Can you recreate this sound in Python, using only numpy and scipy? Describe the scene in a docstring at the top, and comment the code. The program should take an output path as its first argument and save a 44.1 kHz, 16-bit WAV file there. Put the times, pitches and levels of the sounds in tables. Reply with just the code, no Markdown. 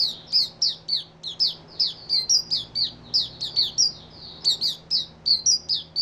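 """Over an appliance hum and dull traffic, a caged white-eye starts a run of slurred, finely trilled chirps
close to the microphone. A hard wall returns each chirp once and the small room rings after it.
A second bird answers from further off. After a second or so the singer starts to flutter between phrases;
from two seconds on, some of its notes step down between two held pitches, and a far engine swells
and slowly gathers speed under the song until the end."""
import sys
import numpy as np
from scipy import signal
from scipy.fft import rfft, irfft
from scipy.io import wavfile
from scipy.ndimage import uniform_filter1d

SR = 44100
rng = np.random.default_rng(int(sys.argv[2]) if len(sys.argv) > 2 else 0)


def store_pcm(level_fs):
    """Save levels as 16-bit WAV."""
    pcm = np.round(np.clip(level_fs, -1, 1) * 32767).astype(np.int16)
    wavfile.write(sys.argv[1], SR, np.atleast_2d(pcm).T)


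N = 265041

# what a bird's throat and beak let through: (frequency [Hz], gain [dB])
THROAT = [(2200, -15.5), (2900, -4), (3500, -7.5), (4500, 0.5), (5800, 5), (6800, -5), (8500, -11),
          (11000, -20.5), (15000, -24.5)]
TOP_HZ = 15450


def near_bird():
    """The caged singer; its snaps leave a nearly closed beak, so they stay dull and dry."""
    # falling chirps: (start [s], length [s], first pitch [Hz], crest pitch [Hz], last pitch [Hz],
    # time to crest [s], bend [1 straight, 3 drops fast and lingers], level [dB], opening flick [s],
    # overtones [dB], treble beamed at the wall [dB])
    slurs = [(-.008, .127, 5030, 4837, 3574, 0.0041, 1.46, -23.5, 0.0093, -34.5, 14),
             (.319, 0.15, 4720, 5160, 3680, 0.032, 1.34, -21.5, .011, -33, 11),
             (.612, 0.12, 5320, 5390, 3467, 0.0059, 1.4, -23.5, 0.0086, -42.5, 7),
             (0.881, .13, 4523, 4540, 3187, 0.034, 1.04, -23, 0.0086, -42.5, 10.5),
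             (1.232, 0.091, 4230, 4050, 3320, 0.027, 2.65, -27, 0.0097, -43, 4),
             (1.394, .12, 5230, 5125, 3197, 0.024, 1.46, -22, .0096, -43.5, 21),
             (1.791, 0.12, 4980, 5190, 3170, 0.0053, 1.15, -23, 0.0076, -44.5, 9),
             (2.503, .12, 4640, 5085, 3415, 0.023, 2.9, -23, .01, -39.5, 13.5),
             (2.749, .126, 4530, 4673, 3290, 0.049, 1.05, -21, 0.0078, -44, -5),
             (3.134, 0.13, 5250, 5176, 3220, 0.0093, 1.32, -22, 0.0073, -42.5, 13.5),
             (3.407, .077, 4560, 4590, 3480, 0.0044, 2.3, -25.5, .011, -37, 13),
             (3.559, .128, 4370, 4565, 3155, 0.017, 1.22, -19.5, .01, -46.5, 25),
             (4.444, 0.092, 4534, 4475, 3817, 0.025, 2.9, -20, .014, -33.5, 19),
             (4.607, 0.13, 4040, 4880, 3407, 0.029, 1.73, -22, 0.0065, -32, 17.5),
             (4.904, .13, 5090, 5220, 3763, .027, 2.7, -23, 0.0099, -43, 1),
             (5.686, .12, 4794, 5054, 3395, .022, 2.45, -23, .01, -47, 11),
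             (5.956, 0.087, 4492, 4750, 3250, 0.059, 1.3, -20.5, 0.0053, -41, -2)]
    # two-pitch chirps: (start [s], length [s], upper pitch [Hz], lower pitch [Hz], time to crest [s],
    # level [dB], overtones [dB], treble beamed at the wall [dB])
    steps = [(2.09, .12, 4670, 4140, 0.12, -13, -42.5, 10.5),
             (2.29, 0.1, 5660, 4855, 0.034, -21.5, -32.5, 18),
             (3.775, 0.088, 5626, 4788, 0.039, -21, -36.5, -6.5),
             (5.255, .13, 4580, 4131, 0.044, -19.5, -47, 9),
             (5.455, 0.099, 5790, 4870, 0.0068, -23, -31, 4.5)]
    song, beamed, snaps = np.zeros((3, N))
    for note, rows in ((slur, slurs), (step, steps)):
        for start, *shape, beam_db in rows:
            voice, onset = note(*shape)
            direct, to_wall = beak(voice, beam_db)
            add(song, start, direct)
            add(beamed, start, to_wall)
            add(snaps, start, onset)
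    return echoes(song, beamed) + band(snaps, 1000, 10000)


def slur(length, first_hz, crest_hz, last_hz, crest_s, bend, db, flick_s, overtone_db,
         smooth_below_hz=3310, trill_onset_s=0.024):
    """The pitch leans to a crest and falls away; a late crest begins with hardly any trill."""
    t = np.linspace(0, length, 40)
    fall_left = np.clip((length - t) / (length - crest_s), 0, 1) ** bend
    pitches = np.interp(t, [0, crest_s], [first_hz, crest_hz]) - (crest_hz - last_hz) * (1 - fall_left)
    depth_hz = 0.13 * (crest_hz - smooth_below_hz)  # higher notes trill deeper
    early_hz = depth_hz * np.exp(-(crest_s / trill_onset_s) ** 2 / 2)
    levels_db = db + effort(t, crest_s)
    return chirp(length, pitches, levels_db, (early_hz, depth_hz), flick_s, overtone_db, falling=True)


def step(length, upper_hz, lower_hz, crest_s, db, overtone_db, depths_hz=(165, 150), flick_s=0.0078):
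    """A trilled upper pitch drops quickly at mid-note to a pure, held lower one."""
    t = np.linspace(0, length, 40)
    dropped = (1 + np.tanh((t / length - .5) / .1)) / 2
    pitches = upper_hz + (lower_hz - upper_hz) * dropped
    return chirp(length, pitches, db + effort(t, crest_s), depths_hz, flick_s, overtone_db, falling=False)


def effort(t, crest_s, swell_db_per_s=135, ease_db_per_s=24.5, release_db_per_s=214, release_at_s=0.092):
    """A note's envelope in dB: effort swells until just past the crest, eases, gives out on long notes."""
    past_peak = t - crest_s - 0.0035
    return (swell_db_per_s * np.minimum(past_peak, 0) - ease_db_per_s * np.maximum(past_peak, 0)
            - release_db_per_s * np.maximum(t - release_at_s, 0))


def chirp(length, pitches, levels_db, depths_hz, flick_s, overtone_db, falling,
          trill_hz=110.3, scoop=0.52, sag_s=0.0031, jitter=.007, fade_s=0.0035):
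    """One note and its opening snap: the syrinx flicks up to pitch, trills, then smooths out."""
    size = int(length * SR)
    t = np.arange(size) / SR
    progress = (t - flick_s) / (length - flick_s)
    flick_left = np.clip(1 - t / flick_s, 0, 1)
    trill = np.sin(turn(trill_hz * (1 + 0.098 * walk(60.4, size))) - 2 * np.pi * trill_hz * flick_s)
    early_hz, middle_hz = depths_hz
    depth_hz = np.interp(progress, [.1, .42, .68, 1], [early_hz, middle_hz, middle_hz / 5, 0])
    hz = (along(progress, pitches) + trill * depth_hz) * (1 - scoop * flick_left)
    # a falling note stumbles on its way down and sags as the syrinx closes
    stumble = .011 * walk(70, size) * np.clip(2 * progress, 0, 1)
    sag = 0.15 * np.exp((t - length) / sag_s)
    hz *= 1 + falling * (stumble - sag)
    # the voice is unsteady while it trills and almost pure otherwise
    unsteady = np.maximum(depth_hz / max(depths_hz), .25)
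    phase = turn(hz * (1 + jitter * unsteady * walk(900, size)))
    db = along(progress, levels_db) + 2.5 * unsteady * walk(200, size)
    whistle = gain_at(hz, THROAT) * np.sin(phase) * undb(db) * (1 - flick_left) ** 2.18
    rasp_db = max(levels_db) + 0.51 * (db - max(levels_db))  # fades more slowly than the whistle
    edge = rasp(hz, phase, overtone_db) * undb(rasp_db) * (1 - flick_left) ** 5
    fade = np.clip((length - t) / fade_s, 0, 1)
    return np.sqrt(2) * (whistle + edge) * fade, snap(hz, phase, flick_left, flick_s)


def rasp(hz, phase, overtone_db, patchy_db=5.5, roughness=0.19, undertone_db=-40, hiss_db=-9):
    """Hiss and patchy partials: the whistle is the second partial of a weak tone an octave below it."""
    size = len(hz)
    # (ratio to the whistle, level [dB])
    partials = [(1.5, -9), (2, 0), (2.5, -9), (3, 1), (3.5, -9)]
    overtones = np.zeros(size)
    for ratio, db in partials:
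        flicker = undb(db + patchy_db * walk(45, size)) * (1 + roughness * walk(700, size))
        overtones += flicker * gain_at(ratio * hz, THROAT) * (ratio * hz < SR / 2) * np.sin(ratio * phase)
    undertone = undb(undertone_db + patchy_db * walk(43, size)) * np.sin(phase / 2)
    hiss = undb(hiss_db) * colour(band(rng.standard_normal(size), 7700, TOP_HZ), THROAT)
    return undb(overtone_db) * (overtones + hiss) / gain_at(8890, THROAT) + undertone


def snap(hz, phase, flick_left, flick_s, db=-44):
    """Raspy attack as the flick's octave sweeps through the throat resonance; a slow flick hits harder."""
    envelope = np.sqrt(np.sin(np.pi * flick_left).clip(0))
    sweep = gain_at(2 * hz, THROAT) * np.sin(2 * phase) + np.sin(phase) / 5
    force = undb(db) * (flick_s / 0.0087) ** 4
    grit = 1 + walk(2500, len(hz))
    return envelope * sweep * force * grit


def beak(voice, beam_db, closed_db=-7, open_db=-1, opening_s=0.12):
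    """The top overtones swell as the beak opens; returns the direct sound and the send to the wall."""
    treble = colour(voice, [(9000, -60), (11500, 0)])
    gape = undb(np.interp(np.arange(len(voice)) / SR, [0, opening_s], [closed_db, open_db]))
    return voice + treble * (gape - 1), voice + treble * (gape * undb(beam_db) - 1)


def echoes(direct, beamed, cage_s=0.0016, cage_db=-13, wall_s=.0178, wall_db=-4.0, room_db=-8.5):
    """The beak beams most notes' treble past the microphone, so wall and room answer brighter."""
    out = direct + undb(room_db) * room(beamed, t60_s=0.31)
    add(out, cage_s, undb(cage_db) * direct)
    add(out, wall_s, undb(wall_db) * beamed)  # beats against the gliding pitch
    return out


def room(x, t60_s, treble_t60_s=0.18, build_s=0.0027, split_hz=6500):
    """Diffuse ring of the room; the treble dies sooner."""
    t = np.arange(SR) / SR
    noise = rng.standard_normal(SR)
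    body = band(noise, 300, split_hz) * undb(-60 * t / t60_s)
    treble = band(noise, split_hz, TOP_HZ) * undb(-60 * t / treble_t60_s)
    ring = (body + treble) * (1 - np.exp(-t / build_s))
    return signal.fftconvolve(x, ring / np.sqrt(2 * np.sum(ring ** 2)))[:N]


def far_bird(depths_hz=(150, 150), flick_s=0.0088, overtone_db=-54, swell_db=7):
    """A second bird answers with trilled slurs, each swelling from a soft start."""
    # (start [s], length [s], first pitch [Hz], last pitch [Hz], level [dB])
    answers = [(0.081, 0.053, 4245, 3305, -31.5), (0.26, 0.049, 5620, 3990, -41),
               (1.67, 0.1, 5320, 3450, -44), (1.924, 0.0997, 5020, 4240, -44),
               (3.013, 0.082, 4400, 3250, -43.5), (3.28, 0.069, 4510, 3610, -40),
               (3.387, 0.27, 5030, 4190, -41), (3.888, 0.12, 4410, 3310, -41.5),
               (4.095, 0.17, 5054, 3413, -43.5), (4.188, 0.13, 4835, 3580, -39),
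               (4.396, 0.053, 5260, 4940, -45)]
    song = np.zeros(N)
    for start, length, *pitches, db in answers:
        levels_db = [db - swell_db, db, db]
        voice, _ = chirp(length, pitches, levels_db, depths_hz, flick_s, overtone_db, falling=True)
        add(song, start, voice)
    return song


def wings(wingbeat_hz=22.76, beat_depth=.5):
    """Soft flurries of air pulse with the wingbeat as the singer hops about its cage."""
    # (start [s], length [s], level [dB])
    flutters = [(1.346, .5, -54), (2.083, 0.24, -58), (2.97, .25, -55), (3.378, .38, -52.5),
                (4.28, 0.46, -52)]
    # the rush of air off the wings: (frequency [Hz], gain [dB])
    rush = [(200, -15.5), (300, -3.5), (390, 6.5), (470, -2), (560, -7.5), (690, -8), (840, 0.5),
            (1200, -11), (3000, -31), (12000, -81.5)]
    flurries = np.zeros(N)
    for start, length, db in flutters:
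        add(flurries, start, undb(db) * np.sqrt(np.hanning(int(length * SR))))
    beat = 1 + beat_depth * np.sin(turn(wingbeat_hz * (1 + .15 * walk(8.1))))
    return flurries * beat * unit(colour(rng.standard_normal(N), rush))


def hum(waver_db=1, drift=0.0019):
    """An appliance motor holds three low, barely wavering tones."""
    # (frequency [Hz], rms level [dB])
    tones = [(161.5, -53.5), (362, -62), (544, -65)]
    return sum(np.sqrt(2) * undb(db + waver_db * walk(4.2)) * np.sin(turn(hz * (1 + drift * walk(4.135))))
               for hz, db in tones)


def street(traffic_trim_db=2.26, waver_db=3, unevenness=0.01055, rolloff=0.68):
    """Dull traffic and one accelerating engine whose partials swell as they cross the room resonances."""
    # the far engine: (time [s], firing rate [Hz], level [dB])
    revs = [(0, 45.2, -81), (1.501, 49.07, -71), (2.601, 56.67, -53), (3.299, 62.86, -54.5),
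            (4.4, 71.9, -57), (5.198, 75.9, -57.5), (6, 81.4, -59)]
    # the traffic wash: (time [s], level [dB])
    traffic = [(0.0, -50.5), (1.2, -55.5), (1.34, -52), (4.28, -52), (5.94, -55), (6.01, -53.5)]
    # what the walls and low room resonances let in: (frequency [Hz], gain [dB])
    indoors = [(35, -2.5), (64, -2.5), (85, 2), (135, 2.5), (200, -6), (232, 5), (258, -2.5), (385, -2.5),
               (470, -4), (850, -4.5), (1300, -12.5), (2200, -17.5), (6000, -27), (15000, -67.5)]
    t = np.arange(N) / SR
    times, rates_hz, levels_db = np.transpose(revs)
    hz, db = np.interp(t, times, rates_hz), np.interp(t, times, levels_db)
    phase = turn(hz * (1 + unevenness * walk(10)))
    engine = sum(undb(db + waver_db * walk(2.5)) * gain_at(k * hz, indoors) * np.sin(k * phase)
                 / k ** rolloff for k in range(1, 7))
    wash = unit(colour(rng.standard_normal(N), indoors))
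    wash_db = np.interp(t, *np.transpose(traffic)) + traffic_trim_db
    return np.sqrt(2) * engine + wash * undb(wash_db)


def undb(db):
    """Decibels to gain."""
    return 10 ** (np.asarray(db) / 20)


def unit(x):
    """Scale to rms 1."""
    return x / np.sqrt(np.mean(x ** 2))


def gain_at(hz, curve):
    """Linear gain at hz of an EQ curve of (frequency [Hz], gain [dB]) points."""
    at, db = np.transpose(curve)
    return undb(np.interp(np.log(np.maximum(hz, 1)), np.log(at), db))


def colour(x, curve):
    """Filter through an EQ curve."""
    return irfft(rfft(x) * gain_at(np.fft.rfftfreq(len(x), 1 / SR), curve), len(x))


def band(x, lo_hz, hi_hz):
    """Band-pass."""
    return signal.sosfilt(signal.butter(3, [lo_hz, hi_hz], "band", fs=SR, output="sos"), x)


def walk(rate_hz, size=N):
    """Smooth random drift, spread near 1."""
    hold = int(SR / rate_hz)
    return uniform_filter1d(np.repeat(rng.standard_normal(size // hold + 1), hold), hold)[:size]


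def along(progress, values):
    """Glide through evenly spaced values over the course 0-1 of a note."""
    return np.interp(progress, np.linspace(0, 1, len(values)), values)


def turn(hz):
    """Phase of a moving frequency."""
    return 2 * np.pi * np.cumsum(hz) / SR


def add(track, start, sound):
    """Mix a sound into the track at its start time."""
    at = int(start * SR) + np.arange(len(sound))
    inside = (at >= 0) & (at < N)
    track[at[inside]] += sound[inside]


def scene(far_direct_db=-14, far_t60_s=0.67):
    """The mono mix: the near bird mostly direct, the far one mostly through the room, over the low bed."""
    far = far_bird()
    birds = near_bird() + undb(far_direct_db) * far + room(far, far_t60_s)
    return (birds + wings() + hum() + street())[None]


def record(dry):
    """A steep low-pass cuts the very top."""
    return signal.sosfilt(signal.ellip(8, .2, 70, TOP_HZ, fs=SR, output="sos"), dry)


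dry = scene()
out = record(dry)
store_pcm(out)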